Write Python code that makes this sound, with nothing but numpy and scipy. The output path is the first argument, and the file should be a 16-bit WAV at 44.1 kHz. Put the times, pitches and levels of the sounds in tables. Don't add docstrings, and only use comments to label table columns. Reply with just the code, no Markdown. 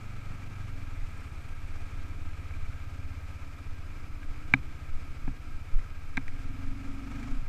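import sys
import numpy as np
from scipy import signal
from scipy.io import wavfile
from scipy.ndimage import uniform_filter1d

SR = 44100
rng = np.random.default_rng(int(sys.argv[2]) if len(sys.argv) > 2 else 0)


def materialize(psi):
    bounded = np.clip(np.atleast_2d(psi).T, -1, 1)
    quanta = np.round(bounded * 32767).astype(np.int16)
    wavfile.write(sys.argv[1], SR, quanta)


def linear_from_db(decibels):
    return 10 ** (np.asarray(decibels, float) / 20)


N = 329868
T = np.arange(N) / SR

# t/s, firing rate f/Hz
SPEED = [(0, 24.9), (.68, 22.9), (1.25, 16.1), (1.55, 15.3), (1.85, 17.8), (2.75, 16.51), (2.94, 16.85),
         (3.14, 16.13), (3.85, 16.49), (4.6, 12.75), (5.02, 15.24), (5.4, 11.87), (5.69, 17.05),
         (6.18, 15.6), (6.66, 22.95), (7.07, 22.6), (7.3, 27.5), (7.48, 25.6)]
# t/s, exhaust level/dB, frame load [0-1]
EFFORT = [(0, -47, 0.24), (.75, -44.5, 0.48), (1.5, -47, 0.03), (1.85, -44.5, 0.39), (2.9, -43, 0.28),
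          (3.6, -46.5, 0.11), (4.4, -47.5, 0.15), (5.05, -46.5, 0.34), (5.3, -46.5, 0.16),
          (5.75, -47, 0.12), (6.18, -49.5, 0), (6.36, -47, 0.65), (6.65, -45.5, 0.89), (7.0, -49.5, 0.96),
          (7.15, -46.5, 1.02), (7.36, -50.5, .95), (7.44, -51, 0.3), (7.48, -62, .2)]
# multiple of firing rate, level/dB
EXHAUST_ORDERS = [(3, -10), (4, 0), (5, -1), (6, -7.5), (7, -13.5), (8, -16), (9, -23), (10, -36)]
# f/Hz, level/dB
PIPE = [(40, -13), (65, -3.5), (90, 0.5), (120, -3.5), (155, -4), (260, 3.5)]
# f/Hz, width/Hz, level/dB
PANELS = [(235, 22, -3), (271.3, 19, 2.5)]
# f/Hz, level/dB per Hz
CLATTER = [(35, 11), (70, 12), (130, 7), (200, 3.5), (300, 0), (500, -1.5), (900, -4), (2000, -8),
           (2900, -10.5), (5000, -15), (8000, -19.5), (12000, -32.5), (15500, -38)]
# f/Hz, width/Hz, level/dB
HOUSING = [(695, 12, 3.5), (1290, 101, 11.5), (1605, 38.6, 9.5), (2336, 280, 11), (4930, 59, -1),
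           (7500, 940, 1)]
# t/s, firing rate f/Hz
FAR_SPEED = [(0, 29.8), (1.04, 29.3), (2, 28.8), (2.4, 29.4), (3.04, 26.8), (3.42, 27.8), (3.92, 28),
             (4.42, 29.7), (4.7, 30.2), (5.8, 30), (6.23, 28.8), (7.48, 28)]
# multiple of firing rate, level/dB
FAR_ORDERS = [(2, -17), (3, -5), (4, 1.5), (5, -3), (7, -7.5), (8, -9), (9, -8), (10, 0), (11, -4)]
# f/Hz, level/dB per Hz
HISS = [(1000, -41), (4000, -11), (8000, -16.5), (12000, -6.5), (15500, -12)]
# t/s, level/dB, length/s
JOLTS = [(0.144, -36, 0.029), (0.302, -40, 0.032), (0.78, -39, 0.11), (1.006, -25, 0.036),
         (1.71, -37.5, 0.21), (2.023, -33, 0.053), (2.246, -34, 0.073), (2.618, -35, 0.089),
         (3.03, -45, 0.07), (3.702, -42, 0.058), (3.9, -40.5, 0.095), (4.104, -31, 0.024),
         (4.296, -36.5, 0.096), (4.564, -38, .12), (4.934, -24.5, 0.036), (5.06, -37, 0.046),
         (5.254, -30, 0.055), (5.55, -33, 0.048), (5.752, -19, 0.037), (6.155, -34.5, 0.24),
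         (6.38, -29, 0.086), (6.69, -32.5, 0.084), (6.884, -30, 0.032), (7.342, -26.5, 0.058),
         (7.48, -27, 0.037)]
# f/Hz, level/dB per Hz
SHAKE = [(2, -20), (4, -6), (9, -1), (14, 0), (19, -2), (23, -5), (28, -15), (40, -23), (80, -38),
         (200, -60), (600, -95)]
# t/s, ring peak level/dB, thud peak level/dB, struck spot f/Hz, tilt/dB per octave
RAPS = [
    (2.508, -39.5, -50, 2280, -6),
    (2.538, -43, -48, 2330, 6),
    (4.23, -40, -61, 1600, 2.1),
    (4.5375, -3, -15.5, 2040, 0.2),
    (5.2767, -33.5, -23, 1660, -14),
    (5.792, -42, -43, 2000, 8),
    (6.171, -21.5, -31, 2307, 6.5),
    (6.1754, -17, -22.5, 2050, -5.5),
    (6.28, -32.5, -50, 1900, 8),
    (7.229, -38.5, -42, 1630, 11),
]
# f/Hz, level/dB, t60/s
WALL_MODES = [(683, -26, 0.031), (788, -18.5, 0.026), (1000, -13.5, 0.016), (1224, -22.5, 0.028),
              (1615, -2.5, 0.015), (2302, 4, 0.014), (3090, -29, 0.022), (3340, -26, 0.01),
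              (3660, -30, 0.03), (3990, -25, 0.02), (4960, -29, 0.0071), (5850, -26.5, 0.007),
              (7210, -32, 0.0067)]
# f/Hz, level/dB, t60/s
HELMET_MODES = [(81, 2.5, 0.056), (128, -2, 0.18), (194, -17, 0.31), (266.6, 3.5, 0.092)]
# f/Hz, level/dB
SCRAPE = [(200, -10), (800, 8), (2500, -1), (6000, 6), (9000, 0), (12000, 6)]

FLYWHEEL_S, START_TURNS = 0.08, 0.427
UNEVEN_DB, LUMPY = -0.75, 0.07
CRANK_DB, CRANK_LOAD_DB = -53, 10.5
BUZZ_DB, BUZZ_LOAD_DB = -76, 32.5
LOOSE_DB, LOOSE_LOAD_DB = -62.5, 6
DRIVE_ORDER, DRIVE_DB = 9, 4.5
CLATTER_DB, CLATTER_LOAD_DB = -54.5, 3
CLATTER_DB_PER_S = -0.2753
FAR_DB, FAR_HIGH_DB, FAR_WAVER_DB = -56, -10, 2.0
FAR_PULL_DB = 1.4
HISS_DB, TREMBLE_DB = -74, -40.5
CHIRP_S, CHIRP_LENGTH_S, CHIRP_DB, CHIRP_HZ = 1.35, 0.44, -77, 8400
TICK_DB, SPOT_DB, SPOT_SLOPE = -24, -10, -0.45
WHINE_START_S, WHINE_DB, WHINE_HZ = 2.9, -78, 5000
LEAF_ON_S, LEAF_OFF_S, LEAF_RISE_S, LEAF_FALL_S, LEAF_DB = 7.1, 7.32, 0.04, 0.026, -55
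THIN_HZ, THIN_SHARE, STARVE_DB = 12800, 0.4, -27.5


def evened(x):
    return x / np.sqrt(np.mean(x ** 2) + 1e-20)


def levelled(x, size):
    return x / np.sqrt(uniform_filter1d(x ** 2, size))


def read(points, hz):
    f, value = np.transpose(points)
    return np.interp(np.log(hz + 1), np.log(f + 1), value)


def curves(rows):
    s, *columns = np.transpose(rows)
    return [np.interp(T, s, c) for c in columns]


def colour(x, db_of, size):
    log_gain = np.log(linear_from_db(db_of(abs(np.fft.fftfreq(size, 1 / SR)))))
    taps = np.fft.ifft(np.exp(np.conj(signal.hilbert(log_gain)))).real
    return signal.oaconvolve(x, taps[:size // 2])[:N]


def drift(seconds):
    size = round(seconds * SR)
    return evened(uniform_filter1d(uniform_filter1d(rng.standard_normal(N), size), size))


def resonate(x, hz, width):
    return signal.lfilter(*signal.iirpeak(hz, hz / width, SR), x)


def firing():
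    hz = uniform_filter1d(curves(SPEED)[0], round(FLYWHEEL_S * SR))
    turns = START_TURNS + np.cumsum(hz) / SR + 0.004 * drift(0.06)
    cycle = np.floor(turns + 0.5).astype(int)
    strength = linear_from_db(UNEVEN_DB * rng.standard_normal((400, 2)))[cycle]
    return hz, turns, uniform_filter1d(strength, 600, axis=0).T


def exhaust(hz, turns, strength, level_db):
    orders = np.zeros(N)
    for k, db in EXHAUST_ORDERS:
        orders += linear_from_db(db + read(PIPE, k * hz)) * np.sin(2 * np.pi * k * turns)
    return linear_from_db(level_db + 3.0) * (strength + LUMPY * drift(0.0092)) * levelled(orders, 12000)


def crank(turns, load):
    shake = np.sin(4 * np.pi * turns) + 0.81 * np.sin(2 * np.pi * turns)
    return -np.sqrt(2) * linear_from_db(CRANK_DB + CRANK_LOAD_DB * load) * shake


def panel_gain(hz):
    power = sum(linear_from_db(2 * db) / (1 + (2 * (hz - f) / width) ** 2) ** 1.38 for f, width, db in PANELS)
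    return np.sqrt(power)


def panel_buzz(hz, turns, strength, load):
    picked = np.zeros(N)
    for k in range(7, 24):
        gain = linear_from_db(DRIVE_DB * (k == DRIVE_ORDER)) * panel_gain(k * hz) ** 1.15
        picked += gain * np.cos(2 * np.pi * (k * turns - 0.08 * k ** 2))
    return linear_from_db(BUZZ_DB + BUZZ_LOAD_DB * load) * strength * levelled(picked, 12000)


def loose_parts(load):
    rattle = colour(rng.standard_normal(N), lambda f: 20 * np.log10(panel_gain(f)), size=16384)
    return linear_from_db(LOOSE_DB + LOOSE_LOAD_DB * load) * evened(rattle)


def housing_db(hz):
    peaks = sum(db / (1 + ((hz - f) / width) ** 2) for f, width, db in HOUSING)
    return read(CLATTER, hz) + peaks


def clatter(turns, strength, load):
    beat = 0.048 * strength * np.cos(2 * np.pi * (turns + 0.21))
    swell = 1 + 0.033 * drift(0.011) + beat + 0.1 * drift(0.01)
    noise = colour(swell * rng.standard_normal(N), housing_db, size=16384)
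    noise /= np.sqrt(np.mean(resonate(noise, 1380, 2500) ** 2))
    return linear_from_db(CLATTER_DB + CLATTER_LOAD_DB * load + CLATTER_DB_PER_S * T) * noise


def far_engine():
    hz, = curves(FAR_SPEED)
    turns = np.cumsum(hz) / SR + 0.005 * drift(0.05)
    pull_db = FAR_HIGH_DB + FAR_PULL_DB * uniform_filter1d(np.gradient(hz) * SR, SR // 2)
    out = np.zeros(N)
    for k, db in FAR_ORDERS:
        level_db = db + FAR_DB + pull_db * (k >= 6) + FAR_WAVER_DB * drift(0.18)
        out += linear_from_db(level_db) * np.sin(2 * np.pi * (k * turns + rng.random()))
    return np.sqrt(2) * out


def hiss():
    return linear_from_db(HISS_DB) * evened(colour(rng.standard_normal(N), lambda f: read(HISS, f), size=1024))


def jolts():
    level = linear_from_db(TREMBLE_DB) + sum(linear_from_db(db) * np.exp(-((T - s) / length) ** 2) for s, db, length in JOLTS)
    lumps = colour(rng.standard_normal(N), lambda f: read(SHAKE, f), size=65536)
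    size = np.sqrt(uniform_filter1d(lumps ** 2, 9000))
    lumps = evened(lumps / size ** 0.89)
    return signal.lfilter(*signal.butter(3, 34, fs=SR), level * lumps)


def belt_chirps(turns):
    squeal = resonate(resonate(rng.standard_normal(N), CHIRP_HZ, 900), CHIRP_HZ, 900)
    chirps = evened(squeal * np.exp(-(2 * turns % 1) / 0.2))
    return linear_from_db(CHIRP_DB) * np.exp(-((T - CHIRP_S) / CHIRP_LENGTH_S) ** 2) * chirps


def rung(modes, t, rise_s, lag_s, sense):
    ringing = np.zeros(len(t))
    for k, (hz, db, t60) in enumerate(modes):
        ringing += sense ** k * linear_from_db(db - 60 * t / t60) * np.cos(2 * np.pi * hz * (t - lag_s))
    ringing *= 1 - np.exp(-(t / rise_s) ** 1.22)
    return ringing / abs(ringing).max()


def raps():
    out, t = np.zeros(N + SR), np.arange(SR // 4) / SR
    for s, ring_db, thud_db, spot_hz, tilt_db in RAPS:
        grit = np.diff(rng.standard_normal(len(t) + 1)) * t / 0.0013 * np.exp(-t / 0.0012)
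        tick = resonate(resonate(grit, 4200, 4000), 5500, 4500)
        modes = [(f, db + tilt_db * np.log2(f / 2000), t60) for f, db, t60 in WALL_MODES]
        modes = sorted(modes + [(spot_hz, SPOT_DB + SPOT_SLOPE * ring_db, 0.016)])
        contact_s = 0.00084 + 0.00049 * linear_from_db(ring_db)
        ring = rung(modes, t, contact_s, 0.0001, sense=-1) + linear_from_db(TICK_DB + 2.4 * tilt_db) * tick
        thud = rung(HELMET_MODES, t, 0.0013, 0.0046, sense=1)
        out[round(s * SR):][:len(t)] += linear_from_db(ring_db) * ring + linear_from_db(thud_db) * thud
    return out[:N]


def fan_whine():
    return linear_from_db(WHINE_DB) * (T > WHINE_START_S) * evened(resonate(rng.standard_normal(N), WHINE_HZ, 90))


def leaf(turns):
    edge = np.minimum((T - LEAF_ON_S) / LEAF_RISE_S, (LEAF_OFF_S - T) / LEAF_FALL_S)
    pressed = np.exp(np.minimum(0, edge))
    slips = 0.22 + np.exp(-((turns + 0.23) % 1) / 0.27)
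    scrape = colour(slips * rng.standard_normal(N), lambda f: housing_db(f) + read(SCRAPE, f), size=4096)
    return linear_from_db(LEAF_DB) * pressed * evened(scrape)


def thinned(x):
    hz, t, z = signal.stft(x, SR, nperseg=1024, noverlap=768)
    hz = hz[:, None]
    bass_db = 10 * np.log10(2 * uniform_filter1d((abs(z[:2]) ** 2).sum(0), size=5) + 1e-12)
    luck = uniform_filter1d(rng.standard_normal((len(t), len(hz))), size=16, axis=0)
    luck = evened(uniform_filter1d(luck, size=3, axis=1)).T
    rap = abs(z[40:60]).mean(0) > 0.002
    bar = np.quantile(luck, THIN_SHARE) + 1.6 * (bass_db > STARVE_DB) - 9 * rap + (hz - 14000) / 2500
    gain = np.where(hz > THIN_HZ, np.where(luck < bar, 0.06, 1.25), 1)
    return signal.istft(z * gain, SR, nperseg=1024, noverlap=768)[1][:N]


def scene():
    hz, turns, (pipe_strength, frame_strength) = firing()
    exhaust_db, load = curves(EFFORT)
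    out = exhaust(hz, turns, pipe_strength, exhaust_db) + crank(turns, load)
    out += panel_buzz(hz, turns, frame_strength, load) + loose_parts(load)
    out += clatter(turns, frame_strength, load)
    out += far_engine() + jolts() + belt_chirps(turns) + raps() + fan_whine() + leaf(turns)
    return out[None]


def roll_off(x):
    return signal.sosfilt(signal.butter(12, 15180, fs=SR, output="sos"), x)


def record(dry):
    band_limit = signal.firwin(301, 15500, window=("kaiser", 8), fs=SR)
    mix = thinned(signal.oaconvolve(dry[0] + hiss(), band_limit, "same"))[None]
    return roll_off(mix)


dry = scene()
out = record(dry)
materialize(out)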